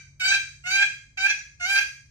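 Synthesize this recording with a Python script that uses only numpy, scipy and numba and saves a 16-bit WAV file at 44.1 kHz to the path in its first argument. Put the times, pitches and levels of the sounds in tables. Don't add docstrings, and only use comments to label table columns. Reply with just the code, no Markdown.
import sys
import numpy as np
from scipy import signal
from scipy.fft import rfft, irfft, next_fast_len
from scipy.io import wavfile
from scipy.ndimage import uniform_filter1d
from numba import njit

SR = 44100
rng = np.random.default_rng(int(sys.argv[2]) if len(sys.argv) > 2 else 0)


def attenuation_scalar(level_db):
    decades = np.asarray(level_db, float) / 20
    return 10 ** decades


def int16_out(signal):
    q = np.round(np.clip(np.atleast_2d(signal).T, -1, 1) * 32767)
    wavfile.write(sys.argv[1], SR, q.astype(np.int16))


N = 92610

# t/s, twice the slip rate f/Hz, level/dB
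STROKES = [
    [(.197, 1543, -37), (.213, 1475, -25), (.257, 1534, -22), (.291, 1551, -20), (.32, 1585, -20.5),
     (.345, 1601, -23), (.375, 1637, -34)],
    [(.637, 1397, -46.5), (.669, 1451, -27), (.697, 1478, -28), (.712, 1546, -25.5), (.75, 1580, -24),
     (.79, 1593, -22), (.82, 1588, -20), (.85, 1612, -25), (.875, 1637, -47.5)],
    [(1.172, 1573, -31), (1.19, 1514, -29), (1.23, 1573, -22), (1.262, 1608, -20), (1.29, 1650, -27),
     (1.315, 1650, -26), (1.335, 1692, -42.5)],
    [(1.597, 1451, -43.5), (1.612, 1433, -32.5), (1.645, 1406, -29), (1.66, 1501, -25), (1.68, 1545, -31.5),
     (1.697, 1580, -24.5), (1.75, 1593, -22.5), (1.79, 1615, -21.5), (1.835, 1650, -31.5)],
]
# t/s, twice the slip rate f/Hz, level/dB
EARLIER_STROKE = [
    (-.3, 1480, -10.5),
    (-.2, 1541, -28.5),
    (-.12, 1593, -25.5),
]
BREAK_TIMES = [
    -.15,
    .323,
    .826,
    1.268,
    1.756,
]
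BREAK_STRENGTHS = [
    1.2,
    0.782,
    0.29,
    0.872,
    0.86,
]
# t/s, level over the slips/dB
TOUCHES = [
    (.2, -10),
    (0.659, -8.5),
    (1.175, 4),
    (1.61, -5),
]
# t/s, lowest-tone level/dB, treble tilt above the second overtone/(dB per kHz)
GRIP = [(0, 3, -0.48), (.2, -9.5, 0.05), (.35, 2, 0.07), (.65, 3, -0.77), (.72, 0, 0.2), (.82, 3.5, -0.67),
        (1.2, -0.5, -0.58), (1.3, 2, -0.27), (1.62, 5.5, -0.21), (1.75, 4, 0.24), (1.8, -1.5, -0.67)]
# f/Hz, spread/dB
OVERTONE_WANDER = [(800, 1.5), (1600, 1), (2400, 2), (4000, 5), (8000, 5), (12000, 5)]
# f/Hz, width/Hz, level/dB
BODY_TONES = [(728, 175, -20), (1212, 40, -34.5), (1480, 219, -1.5), (1580, 40.6, 5.5), (1650, 59.3, 0.5),
              (2117, 42, 7), (2347, 85.6, 2.5), (2636, 92.3, 7.5), (3400, 886, -9), (3903, 88, -3),
              (4540, 274, -9.5), (5350, 103, -9), (5890, 410, -13), (7040, 4800, -36.5), (10930, 670, -39),
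              (15400, 2200, -47.5)]
# f/Hz, width/Hz
BODY_DIPS = [(1050, 160), (3500, 310)]
# f/Hz, left minus right level/dB
PORT_LEVELS = [(700, 0.5), (1300, 0), (2400, -9), (3300, 4), (4400, 11), (6500, 9), (9000, -0.5),
               (15000, -1)]
# f/Hz, left ahead of right/rad
PORT_PHASES = [(0, 1), (1550, 0.6), (2400, 4), (4000, 4), (5000, 3.5), (6000, 8.5), (8300, 6.5),
               (16000, 20)]
# f/Hz, fade time/s
ROOM_FADE = [(700, 0.13), (1100, 0.45), (1600, 0.33), (2000, 0.59), (2450, 0.34), (4000, 0.45), (7000, 0.6),
             (12000, 0.41)]
# f/Hz, level/dB per Hz
RUMBLE = [(30, -19), (45, -1.5), (69, -2), (113, -5.5), (167, -14.5), (230, -22.5), (450, -35.5),
          (1000, -41.5)]
# f/Hz, level/dB, wander/dB
HUM_TONES = [(93, -60, 1), (139.7, -57.5, 0.93)]
# t/s, level/dB
HUM_LEVEL = [
    (0, -0.5),
    (1.0, -4),
    (1.15, -12.5),
    (2.1, -5),
]
# f/Hz, level/dB
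PHONE_TREBLE = [(7000, -0.5), (9400, -1), (11000, 0.5), (12700, -5.5), (14000, -4), (15500, -3.5)]
# f/Hz, share (0-1)
TREBLE_KEPT = [(9000, 1), (9500, .9), (9800, .03), (10500, .03), (11000, .8), (12600, .7), (13000, .06),
               (14400, .03), (14700, .3), (15700, .25)]

LEAD_S = .4
ATTACK_S, RELEASE_S, TOUCH_S = 0.0027, 0.0066, .004
RASP_RISE_S, RASP_FALL_S = 0.0038, 0.052
SMOOTH_JITTER, RASP_JITTER = .0045, .03
SMOOTH_SCATTER_DB, RASP_SCATTER_DB = .4, 2.5
SKIP_UP, SKIP_FALL_S = .14, .008
WOBBLE, RASP_WOBBLE = .004, .022
THROB_DB, THROB_RATE = 5, 110
SCRAPE_DB, RASP_SCRAPE_DB, SCRAPE_GRAIN_DB, SCRAPE_LOWCUT_HZ = -10.5, -33, 2.5, 1500
OVERTONE_HZ, OVERTONE_RATE = 770, 40
CALL_DB, KNOCK_DB, LOWCUT_HZ = 0.5, -32.5, 630
ROOM_DB, ROOM_START_S, ROOM_BUILD_S = -3, 0.0013, 0.0033
RUMBLE_DB, RUMBLE_SIDE_DB, HISS_DB = -59.5, -12, -88
TOP_HZ = 15750
PATCH_BINS, PATCH_FRAMES = 14, 3


def unit(x):
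    return x / np.sqrt(np.mean(x ** 2))


def curve(at, table, col=1):
    table = np.array(table, float)
    return np.interp(at, table[:, 0], table[:, col])


def on_log(hz, table):
    table = np.array(table, float)
    return np.interp(np.log(hz + 1), np.log(table[:, 0] + 1), table[:, 1])


def walk(rate, size):
    k = int(SR / rate)
    steps = np.repeat(rng.standard_normal(size // k + 1), k)
    return 1.22 * uniform_filter1d(uniform_filter1d(steps, k), k)[:size]


def fade_after(t, start, fall_s):
    return np.exp(-np.maximum(t - start, 0) / fall_s)


def friction(t):
    hz, gain = np.full(len(t), 750.), np.zeros(len(t))
    for stroke in [EARLIER_STROKE] + list(STROKES):
        start, end = stroke[0][0], stroke[-1][0]
        near = (t > start - .01) & (t < end + .15)
        hz[near] = curve(t[near], stroke) / 2
        shape = np.clip((t - start) / ATTACK_S + .5, 0, 1) * fade_after(t, end, RELEASE_S)
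        gain += shape * attenuation_scalar(curve(t, stroke, col=2))

    rasp, skip = 0, 0
    for at, strength in zip(BREAK_TIMES, BREAK_STRENGTHS):
        rise = np.clip((t - at) / RASP_RISE_S + 1, 0, 1)
        rasp = rasp + strength * rise * fade_after(t, at, RASP_FALL_S)
        skip = skip + strength * SKIP_UP * (t > at) * fade_after(t, at, SKIP_FALL_S)
    hz = hz * (1 + skip)
    hz = hz * (1 + (WOBBLE + RASP_WOBBLE * rasp) * walk(THROB_RATE, len(t)))
    throb = np.clip(walk(THROB_RATE, len(t)), -1.5, .6)
    gain = gain * attenuation_scalar((1 + THROB_DB * np.sqrt(rasp)) * throb)

    chance = np.clip(rng.standard_normal((len(t) // 40, 2)), -2.5, 2.5)
    jitter = SMOOTH_JITTER + RASP_JITTER * rasp
    scatter = np.log(attenuation_scalar(SMOOTH_SCATTER_DB + RASP_SCATTER_DB * rasp))
    clicks = slips(hz, jitter, scatter, chance)

    touch = sum(attenuation_scalar(db) * (t > at) * fade_after(t, at, TOUCH_S) for at, db in TOUCHES)
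    scrape_gain = attenuation_scalar(SCRAPE_DB) + touch + rasp * attenuation_scalar(RASP_SCRAPE_DB)
    grain = attenuation_scalar(SCRAPE_GRAIN_DB * walk(150, len(t)))
    lowcut = signal.butter(1, SCRAPE_LOWCUT_HZ, "high", fs=SR, output="sos")
    scrape = scrape_gain * grain * signal.sosfilt(lowcut, rng.standard_normal(len(t)))
    return shifting_grip(unit(clicks) + scrape, t), gain


@njit
def slips(hz, jitter, scatter, chance):
    out, phase, k = np.zeros(len(hz) + 16), 0., 0
    for i in range(len(hz)):
        step = hz[i] * (1 + jitter[i] * chance[k, 0]) / SR
        phase += step
        if phase >= 1:
            phase, k = phase - 1, k + 1
            size = np.exp(scatter[i] * chance[k, 1])
            for j in range(16):
                d = j - 8 + phase / step
                out[i + j] += size * np.sinc(.9 * d) * (.5 + .5 * np.cos(np.pi * d / 8.5))
    return out[8:-8]


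def shifting_grip(x, t):
    spectrum, hz = rfft(x), np.arange(len(x) // 2 + 1) * SR / len(x)
    out = 0
    for k in range(22):
        share = np.clip(1 - np.abs(hz / OVERTONE_HZ - k), 0, 1)
        db = on_log(k * OVERTONE_HZ, OVERTONE_WANDER) * walk(OVERTONE_RATE, len(x))
        db = db + (k < 2) * curve(t, GRIP)
        db = db + max(k - 2, 0) * OVERTONE_HZ / 1000 * curve(t, GRIP, col=2)
        out = out + attenuation_scalar(db) * irfft(spectrum * share, len(x))
    return out


def body(hz):
    s = 1j * hz
    ringing = 0
    for k, (f, width, db) in enumerate(BODY_TONES):
        sign = (-1) ** k
        ringing = ringing + sign * attenuation_scalar(db) * width * s / (f * f + width * s + s * s)
    for f, width in BODY_DIPS:
        ringing = ringing * (f * f + .25 * width * s + s * s) / (f * f + width * s + s * s)
    return ringing * (s * s / (LOWCUT_HZ ** 2 + LOWCUT_HZ * s + s * s)) ** 2


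def room(size):
    t = np.arange(SR) / SR
    hz = np.arange(SR // 2 + 1)
    noise, tail = rfft(rng.standard_normal((2, SR))), 0
    for step in range(24):
        centre = 400 * 2 ** (step / 4)
        band = np.clip(1 - 4 * np.abs(np.log2((hz + 1) / centre)), 0, 1)
        tail = tail + irfft(noise * band, SR) * attenuation_scalar(-60 * t / on_log(centre, ROOM_FADE))
    tail = tail * np.clip((t - ROOM_START_S) / ROOM_BUILD_S, 0, 1)
    return rfft(tail / np.sqrt(np.sum(tail ** 2) / 2), size)


def background():
    t, hz = np.arange(N) / SR, np.arange(N // 2 + 1) * SR / N
    colour = attenuation_scalar(on_log(hz, RUMBLE)) * (hz > 36) * (hz < 1500)
    mid, side = irfft(rfft(rng.standard_normal((2, N))) * colour, N)
    scale = attenuation_scalar(RUMBLE_DB + 1.0 * walk(1.9, N)) / np.std(mid)
    hum = 0
    for f, db, wander in HUM_TONES:
        level = np.sqrt(2) * attenuation_scalar(db + wander * walk(3.914, N) + curve(t, HUM_LEVEL))
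        turns = np.cumsum(f * (1 + 0.00964 * walk(2.9, N))) / SR
        hum = hum + level * np.sin(2 * np.pi * turns)
    sides = np.array([[1], [-1]])
    rumble = scale * (mid + sides * attenuation_scalar(RUMBLE_SIDE_DB) * side)
    hiss = attenuation_scalar(HISS_DB) * rng.standard_normal((2, N))
    return rumble + hum * attenuation_scalar(0.97 * sides) + hiss


def scene():
    lead = int(LEAD_S * SR)
    t = (np.arange(N + lead) - lead) / SR
    size = next_fast_len(len(t) + SR)
    hz = np.arange(size // 2 + 1) * SR / size
    rub, gain = friction(t)
    scale = attenuation_scalar(CALL_DB) / np.std(irfft(rfft(rub, size) * body(hz), size)[:len(t)])
    call = rfft(rub * gain * scale, size) * body(hz)
    knock = rfft(gain * rng.standard_normal(len(t)), size) * (hz > 180) / (1 + (hz / 500) ** 4)
    call = call + attenuation_scalar(KNOCK_DB) * knock
    half = np.array([[.5], [-.5]])
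    ports = attenuation_scalar(half * on_log(hz, PORT_LEVELS)) * np.exp(1j * half * curve(hz, PORT_PHASES))
    heard = irfft(call * (ports + attenuation_scalar(ROOM_DB) * room(size)), size)
    return heard[:, lead:lead + N] + background()


def low_pass(x):
    return signal.sosfilt(signal.butter(12, 15870, fs=SR, output="sos"), x)


def record(dry):
    hz, _, cells = signal.stft(dry, SR, nperseg=2048, noverlap=1536)
    luck = rng.random((len(hz) // PATCH_BINS + 1, cells.shape[2] // PATCH_FRAMES + 1))
    luck = uniform_filter1d(luck, size=2, axis=1)
    luck = np.where(luck < .5, 2 * luck ** 2, 1 - 2 * (1 - luck) ** 2)
    luck = np.repeat(np.repeat(luck, PATCH_BINS, axis=0), PATCH_FRAMES, axis=1)
    luck = luck[:len(hz), :cells.shape[2]]
    treble = attenuation_scalar(on_log(hz, PHONE_TREBLE)) * (hz < TOP_HZ)
    kept = (luck <= curve(hz, TREBLE_KEPT)[:, None]) * treble[:, None]
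    mix = signal.istft(cells * kept, SR, nperseg=2048, noverlap=1536)[1][:, :N]
    return low_pass(mix)


dry = scene()
out = record(dry)
int16_out(out)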